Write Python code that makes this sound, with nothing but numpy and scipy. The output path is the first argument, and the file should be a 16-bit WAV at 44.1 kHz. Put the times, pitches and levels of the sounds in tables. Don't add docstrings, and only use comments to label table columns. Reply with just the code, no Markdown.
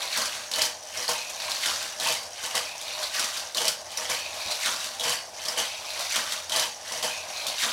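import sys
import numpy as np
from scipy import signal
from scipy.fft import rfft, irfft
from scipy.io import wavfile

SR = 44100
rng = np.random.default_rng(int(sys.argv[2]) if len(sys.argv) > 2 else 0)


def to_wav(sig):
    pcm = np.clip(np.atleast_2d(sig), -1, 1) * 32767
    pcm = np.round(pcm).astype(np.int16)
    wavfile.write(sys.argv[1], SR, pcm.T)


N = 340672
TIME = np.arange(N) / SR
ROOM_T60_S, ROOM_TREBLE_T60_S, ROOM_DB = 0.31, 0.24, -5
SPLIT_HZ = 1250

# t/s, level/dB
CARPET_BUMPS = [(0.97, -49), (4.455, -43), (5.598, -54)]
# t/s, level/dB
TICK_LEVELS = [(0, -50), (.8, -45), (2.3, -44.5), (3.85, -46), (5.3, -48.5), (6.8, -45), (7.7, -43)]
# t/s, rough peak level/dB, clink f/Hz, clink against crack/dB
CAR_KNOCKS = [(0.018, -25, 3740, 6), (0.128, -26, 3930, 9), (0.173, -13, 3800, -11), (0.218, -17, 4570, 1),
              (0.256, -17, 5290, -8), (0.514, -17, 5100, -4), (0.537, -21, 4130, 7), (0.585, -16, 4600, -9),
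              (0.619, -8, 4550, -5), (0.653, -18, 5800, 2), (0.827, -32, 5600, 2), (0.973, -20.5, 5430, 2),
              (1.026, -26, 4670, 5), (1.079, -20, 4590, 4), (1.091, -13, 5450, -15), (1.299, -23, 7340, -4),
              (1.497, -21, 4280, -7), (1.509, -20, 3800, -1), (1.518, -22, 4340, 3), (1.659, -13, 3600, -4),
              (1.827, -20, 3420, -6), (1.999, -17.5, 4150, -2), (2.008, -20, 3650, 0),
              (2.071, -13, 4470, -14), (2.123, -14.5, 4600, -7), (2.231, -26, 4750, -11),
              (2.439, -22, 5360, -11), (2.461, -20, 3800, -6), (2.552, -12, 4130, -6),
              (2.813, -22, 3610, -11), (3.016, -24, 4440, -6), (3.029, -20, 3730, -2),
              (3.039, -27, 4480, 8), (3.195, -12.5, 5530, -4), (3.242, -17, 4100, -5),
              (3.372, -19, 5340, -6), (3.547, -18, 4050, -1), (3.571, -14, 4270, -3), (3.580, -20, 3160, 6),
              (3.617, -15, 3080, -9), (3.653, -15, 5700, -8), (3.681, -7.5, 5030, -1),
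              (3.917, -28, 4030, -2), (3.973, -17.5, 5600, 1), (4.098, -18, 5100, -14),
              (4.512, -18, 4340, 0), (4.520, -25, 4400, 7), (4.659, -14, 3750, -3), (4.843, -21, 3120, -8),
              (4.997, -19.5, 3660, 0), (5.008, -22, 3410, 5), (5.094, -14, 4540, -10),
              (5.454, -21, 5960, -6), (5.484, -18.5, 5220, 5), (5.577, -17, 4220, -15),
              (5.904, -27, 3880, 5), (5.994, -21, 5900, -9), (6.008, -22, 4200, -6), (6.159, -12, 3610, -6),
              (6.322, -15.5, 3580, -3), (6.496, -18, 3400, -3), (6.520, -17, 3420, 3),
              (6.562, -12, 4430, -6), (6.596, -10.5, 5370, -15), (6.879, -27, 5800, -4),
              (6.921, -20, 5700, 0), (7.027, -16, 3400, -4), (7.467, -15.5, 3830, -3),
              (7.483, -20, 4270, 2), (7.636, -17, 3510, 1)]

# f/Hz, level/dB
MOTOR_COLOUR = [(25, -62), (50, -15), (80, -6), (170, -15), (270, -10), (400, -7), (500, -3.5), (900, -3),
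                (1300, -5.5), (2500, -11), (3800, -9), (5200, -6), (7500, -13), (9700, -13.5), (15500, -34)]
BOOSTER_COLOUR = [(35, -40), (60, -18), (226, -11.5), (385, -7.5), (486, -1.5), (613, -7.5), (773, -11),
                  (1100, -5), (1350, -7.5), (2780, -9), (3050, -3.5), (3420, -9), (4630, -7), (10400, -14),
                  (15500, -27.5)]
LOOP_COLOUR = [(59, -52), (100, -30), (438, -15.5), (614, -1.5), (668, -3.5), (1040, -5.5), (1340, -10.5),
               (1800, -10), (2420, -3), (2870, -4.5), (4280, -1.5), (4960, -4), (9340, -11), (10400, -10),
               (15500, -22.5)]
RAMP_COLOUR = [(35, -49), (60, -40), (145, -4.5), (175, -19), (231, -.5), (312, -11.5), (359, -16),
               (613, -1), (849, -6.5), (1120, -0.5), (1910, -1.5), (3670, 1.7), (5580, 1.2), (9970, -5.5),
               (15500, -18)]
KNOCK_COLOUR = [(100, -15), (230, -3), (380, 4.5), (500, 7), (1000, -4.5), (2000, -9.5), (3200, -1),
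                (5500, 1), (8000, -2), (11000, -5.5), (15500, -19)]
# f/Hz, width/Hz, lift/dB
GEAR_RESONANCES = [(5250, 1300, 22), (5925, 370, 15), (6565, 87, 22.5), (9070, 1300, 1)]
HOUSING_RESONANCES = [(148, 24, 6.5), (228, 24, 3), (410, 127, -6.5), (500, 55, 2.8), (614, 98, 10),
                      (720, 100, 4), (779, 72, 5.5), (856, 28, 7), (938, 55, 4), (1017, 18, 4),
                      (1350, 200, -5.5), (4590, 140, 2.5), (5900, 220, 3.5)]
TRACK_RESONANCES = [(243, 40, -4.5), (384, 160, 2), (615, 37, 5), (1011, 31, 4.5), (1320, 47, -1.5),
                    (1594, 33, 6), (3705, 160, 3.5), (4480, 120, 4), (5890, 110, 6)]

# t/s, chatter/dB, rumble/dB, grip whirr/dB, coasting whirr/dB
FIRST_FLING_PASSES = [(0.514, 0, 1, 0, -6), (1.998, .5, .5, -7, 0), (3.547, -.7, 1.5, 0, -7),
                      (4.997, .3, .5, -5, 2), (6.495, .3, 1, -1.5, -5)]
# t/s, chatter/dB, rumble/dB, whirr or swoosh/dB
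SECOND_FLING_PASSES = [(1.083, 0, 0, -5), (2.546, 0, -1, -1), (4.092, 0, -1, -6), (5.570, .8, 1, 2),
                       (7.029, 0, 1, -1)]
LOOP_PASSES = [(-0.36, 0, 0, 0), (1.15, .5, 0, 0), (2.62, -1.7, -1.5, -2), (4.16, .7, 1, 1),
               (5.64, 0, 0, -2), (7.10, -1.5, 0, 1.5)]
RAMP_PASSES = [(0.116, -.5, 0, 0), (1.61, 0, -2.5, -3), (3.13, 0, -1, 0), (4.61, 0, -1, 2),
               (6.1, -.3, -.5, .5), (7.58, 1, 0, .5)]
CHATTER, RUMBLE, WHIRR, COASTING = 1, 2, 3, 4

# delay/s, rise/s, hold/s, fade t60/s, level/dB
GRIP_CHATTER = (-.002, .043, .1, .32, -28.8)
GRIP_RUMBLE = (.045, .02, .02, .4, -35.5)
ENTRY_RUMBLE = (-.001, .005, .025, .3, -41.5)
RETURN_CHATTER = (-.26, .17, .055, .45, -33.6)
RETURN_RUMBLE = (-.125, .015, .035, .45, -42.3)
KICK_CHATTER = (-.008, .018, .015, .38, -27.3)
KICK_RUMBLE = (-.005, .014, .012, .28, -34.3)
CLIMB_CHATTER = (-.03, .04, .03, 1.5, -36.5)
DESCENT_CHATTER = (.1, .19, .15, .5, -34.4)
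LOOP_RUMBLE = (-.06, .3, .16, .5, -46)
FOOT_CHATTER = (-.12, .025, .015, .3, -35)
FOOT_RUMBLE = (-.16, .025, .045, .3, -40.5)
RAMP_CHATTER = (-.028, .052, .055, 1.0, -28.6)
RAMP_RUMBLE = (.03, .04, .015, .45, -37.5)
RUNOUT_CHATTER = (.17, .035, .025, .72, -34.2)
RUNOUT_RUMBLE = (.2, .03, .03, .6, -48)

# delay/s, length/s, first f/Hz, last f/Hz, width/Hz, level/dB
GRIP_WHIRR = (.005, .16, 3050, 3040, 135, -35.3)
COAST_WHIRR = (.04, .23, 4590, 4590, 150, -43)
KICK_WHIRR = (0, .07, 3050, 3020, 200, -36)
LOOP_WHIRR = (-.03, .2, 2560, 2490, 250, -41.5)
DESCENT_WHIRR = (.22, .15, 4100, 4120, 400, -41)
LOW_DESCENT_WHIRR = (.21, .13, 2450, 2450, 250, -41.5)
FOOT_WHIRR = (-.125, .08, 4200, 4100, 550, -42)
RAMP_SWOOSH = (.003, .085, 2800, 1250, 700, -34.3)


def undb(db):
    return 10 ** (np.asarray(db) / 20)


def unit(x):
    return x / np.sqrt(np.mean(x ** 2))


def keep_band(x, hz, side, order=4):
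    return signal.sosfilt(signal.butter(order, hz, side, fs=SR, output="sos"), x)


def fade(t, t60):
    return np.exp(-np.log(1000) * t / t60)


def wander(rate):
    points = rng.standard_normal(N // 10)
    return unit(np.interp(TIME * rate, np.arange(len(points)), points))


def add(out, start_s, sound):
    start = int(start_s * SR)
    sound = sound[max(-start, 0):]
    start = max(start, 0)
    out[start:start + len(sound)] += sound[:max(N - start, 0)]


def ring(x, colour, resonances=(), size=8192):
    f = np.arange(size // 2 + 1) * SR / size
    hz, db = np.transpose(colour)
    gain_db = np.interp(np.log(f + 1), np.log(hz), db)
    for centre, width, lift in resonances:
        gain_db = gain_db + lift / (1 + (2 * (f - centre) / width) ** 2)
    cepstrum = irfft(np.log(undb(gain_db)))
    cepstrum[1:size // 2] *= 2
    cepstrum[size // 2 + 1:] = 0
    response = irfft(np.exp(rfft(cepstrum)))
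    return signal.fftconvolve(x, response)[:len(x)]


def room(x):
    t = np.arange(SR // 2) / SR
    noise = rng.standard_normal(len(t))
    low = keep_band(noise, 2700, "low", order=1)
    tail = (low * fade(t, ROOM_T60_S) + (noise - low) * fade(t, ROOM_TREBLE_T60_S)) * (t > .004)
    echo = signal.fftconvolve(x, tail / np.sqrt(np.sum(tail ** 2)))[:N]
    return (x + undb(ROOM_DB) * echo) / np.sqrt(1 + undb(ROOM_DB) ** 2)


def carpet_bumps(t60, top_hz):
    out, t = np.zeros(N), np.arange(2 ** 14) / SR
    for start_s, db in CARPET_BUMPS:
        bass = keep_band(rng.standard_normal(len(t)), top_hz, "low", order=2)
        boom = unit(keep_band(bass, 50, "high"))
        soft_start = 1 - fade(t, t60 / 10)
        add(out, start_s, undb(db) * boom * fade(t, t60) * soft_start)
    return out


def chatter(per_second, spread_db, t60, hiss):
    sizes = undb(spread_db * np.minimum(rng.exponential(size=N), 3))
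    hits = (rng.random(N) < per_second / SR) * sizes ** 2
    energy = signal.lfilter([1], [1, -fade(2 / SR, t60)], hits)
    return unit(np.sqrt(energy / energy.mean() + hiss ** 2) * rng.standard_normal(N))


def booster_motor(drone_db, turn_hz, wobble, tick_t60, tick_spread_db):
    grinding = chatter(per_second=540, spread_db=2.5, t60=0.02, hiss=1.0)
    drone = ring(grinding, MOTOR_COLOUR, HOUSING_RESONANCES)
    turns = np.cumsum(turn_hz * np.exp(wobble * wander(90))) / SR
    hits = np.diff(np.floor(turns), prepend=0) * undb(tick_spread_db * wander(100))
    bursts = signal.lfilter([1], [1, -fade(1 / SR, tick_t60)], hits) * rng.standard_normal(N)
    ticks = ring(bursts, [(1000, -11), (4000, -18), (8000, -1), (15000, -14)], GEAR_RESONANCES)
    tick_db = np.interp(TIME, *np.transpose(TICK_LEVELS))
    return undb(drone_db + 1.25 * wander(16)) * unit(drone) + undb(tick_db) * unit(ticks)


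def wheel_whirrs(wobble):
    out = np.zeros(N)
    places = [(FIRST_FLING_PASSES, WHIRR, GRIP_WHIRR), (FIRST_FLING_PASSES, COASTING, COAST_WHIRR),
              (SECOND_FLING_PASSES, WHIRR, KICK_WHIRR), (LOOP_PASSES, WHIRR, LOOP_WHIRR),
              (LOOP_PASSES, WHIRR, LOW_DESCENT_WHIRR), (LOOP_PASSES, WHIRR, DESCENT_WHIRR),
              (RAMP_PASSES, WHIRR, FOOT_WHIRR), (RAMP_PASSES, WHIRR, RAMP_SWOOSH)]
    for passes, column, (delay_s, length_s, first_hz, last_hz, width_hz, db) in places:
        progress = np.linspace(0, 1, int(length_s * SR))
        centre_hz = first_hz * (last_hz / first_hz) ** progress
        swell = np.sqrt(np.abs(np.sin(np.pi * progress)))
        for row in passes:
            real, imag, sway = rng.standard_normal((3, SR // 2))[:, :len(progress)]
            hz = centre_hz * (1 + wobble * unit(keep_band(sway, 37.5, "low", order=2)))
            buzz = keep_band(real + 1j * imag, width_hz / 2, "low", order=2)
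            tone = unit(np.real(buzz * np.exp(2j * np.pi * np.cumsum(hz) / SR)))
            add(out, row[0] + delay_s, tone * swell * undb(db + row[column]))
    return out


def axle_rattle(spread_db, count=3600):
    when, pitch, size, phase = rng.random((count, 4)).T[:, :, None]
    hz = 600 * 24 ** pitch
    samples = np.arange(2 ** 10)
    cycles = hz * samples / SR
    taps = hz * undb(spread_db * size) * np.sin(2 * np.pi * (cycles + phase)) * fade(cycles, 36)
    positions = (when * N + samples).astype(int)
    return unit(np.bincount(positions.ravel(), taps.ravel(), N)[:N])


def car_wheels(per_second, spread_db, hiss, rattle_db):
    rattle = keep_band(axle_rattle(spread_db=12), 6500, "low", order=2)
    return chatter(per_second, spread_db, t60=0.022, hiss=hiss) + undb(rattle_db) * rattle


def shaking(column, *stages, uneven_db=.5):
    power = np.zeros(N)
    for passes, (delay_s, rise_s, hold_s, fade_t60, db) in stages:
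        for row in passes:
            t = TIME - row[0] - delay_s
            rise = np.clip(t / rise_s, 0, 1)
            fall = fade(np.clip(t - rise_s - hold_s, 0, 2), fade_t60)
            power += (rise * fall * undb(db + row[column])) ** 2
    return np.sqrt(power) * undb(uneven_db * wander(60))


def roll(chatter_gain, rumble_gain, wheels, colour, resonances, hardness):
    sound = ring(wheels, colour, resonances)
    bright = unit(keep_band(sound, SPLIT_HZ, "high"))
    rumble = unit(keep_band(sound, SPLIT_HZ, "low"))
    treble = keep_band(bright, 8000, "high", order=1)
    treble_gain = np.clip(chatter_gain / undb(-30), .1, 3) ** hardness
    return chatter_gain * (bright + treble * (treble_gain - 1)) + rumble_gain * rumble


def through_booster():
    chatter_gain = shaking(CHATTER, (FIRST_FLING_PASSES, GRIP_CHATTER),
                           (SECOND_FLING_PASSES, RETURN_CHATTER), (SECOND_FLING_PASSES, KICK_CHATTER))
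    rumble_gain = shaking(RUMBLE, (FIRST_FLING_PASSES, ENTRY_RUMBLE), (FIRST_FLING_PASSES, GRIP_RUMBLE),
                          (SECOND_FLING_PASSES, RETURN_RUMBLE), (SECOND_FLING_PASSES, KICK_RUMBLE))
    wheels = car_wheels(per_second=340, spread_db=1.5, hiss=0.86, rattle_db=-3)
    return roll(chatter_gain, rumble_gain, wheels, BOOSTER_COLOUR, HOUSING_RESONANCES, hardness=0.53)


def round_loop():
    chatter_gain = shaking(CHATTER, (LOOP_PASSES, CLIMB_CHATTER), (LOOP_PASSES, DESCENT_CHATTER),
                           (RAMP_PASSES, FOOT_CHATTER))
    rumble_gain = shaking(RUMBLE, (LOOP_PASSES, LOOP_RUMBLE), (RAMP_PASSES, FOOT_RUMBLE))
    wheels = car_wheels(per_second=350, spread_db=2, hiss=0.9, rattle_db=-3.5)
    return roll(chatter_gain, rumble_gain, wheels, LOOP_COLOUR, TRACK_RESONANCES, hardness=0.3)


def over_ramp():
    chatter_gain = shaking(CHATTER, (RAMP_PASSES, RAMP_CHATTER), (RAMP_PASSES, RUNOUT_CHATTER))
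    rumble_gain = shaking(RUMBLE, (RAMP_PASSES, RAMP_RUMBLE), (RAMP_PASSES, RUNOUT_RUMBLE))
    wheels = car_wheels(per_second=360, spread_db=2, hiss=1.0, rattle_db=-4)
    return roll(chatter_gain, rumble_gain, wheels, RAMP_COLOUR, TRACK_RESONANCES, hardness=0.2)


def car_knocks(crack_t60, clink_t60, thud_t60, clatter_t60, clink_width_hz, thud_db, clatter_db):
    out, t = np.zeros(N), np.arange(2 ** 13) / SR
    crack_shape = fade(t, crack_t60) + undb(clatter_db) * fade(t, clatter_t60)
    for start_s, db, hz, clink_db in CAR_KNOCKS:
        crack_noise, thud_noise = rng.standard_normal((2, len(t)))
        crack = unit(keep_band(ring(crack_noise * crack_shape, KNOCK_COLOUR), SPLIT_HZ, "high"))
        pitches = hz + clink_width_hz * (np.linspace(-.5, .5, 5) + .1 * rng.standard_normal(5))
        tones = np.sin(2 * np.pi * (pitches[:, None] * t + rng.random((5, 1))))
        clink = unit(tones.sum(axis=0) * fade(t, clink_t60))
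        housing = ring(thud_noise * fade(t, thud_t60), KNOCK_COLOUR, HOUSING_RESONANCES)
        thud = unit(keep_band(housing, SPLIT_HZ, "low"))
        rough_peak = 3.4 * np.std(crack[:SR // 250])
        knock = crack + undb(clink_db) * clink + undb(thud_db) * thud
        add(out, start_s, undb(db) / rough_peak * knock)
    return out


def scene():
    knocks = car_knocks(crack_t60=.028, clink_t60=.04, thud_t60=0.064, clatter_t60=0.185,
                        clink_width_hz=790, thud_db=-16, clatter_db=-6.5)
    motor = booster_motor(drone_db=-44.0, turn_hz=78.6, wobble=.35, tick_t60=.018, tick_spread_db=3.5)
    sources = (through_booster(), round_loop(), over_ramp(), knocks, wheel_whirrs(wobble=0.0121), motor)
    return (sum(map(room, sources)) + carpet_bumps(t60=0.19, top_hz=200))[None]


def record(dry):
    return signal.sosfilt(signal.ellip(10, .1, 80, 15800, fs=SR, output="sos"), dry)


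dry = scene()
out = record(dry)
to_wav(out)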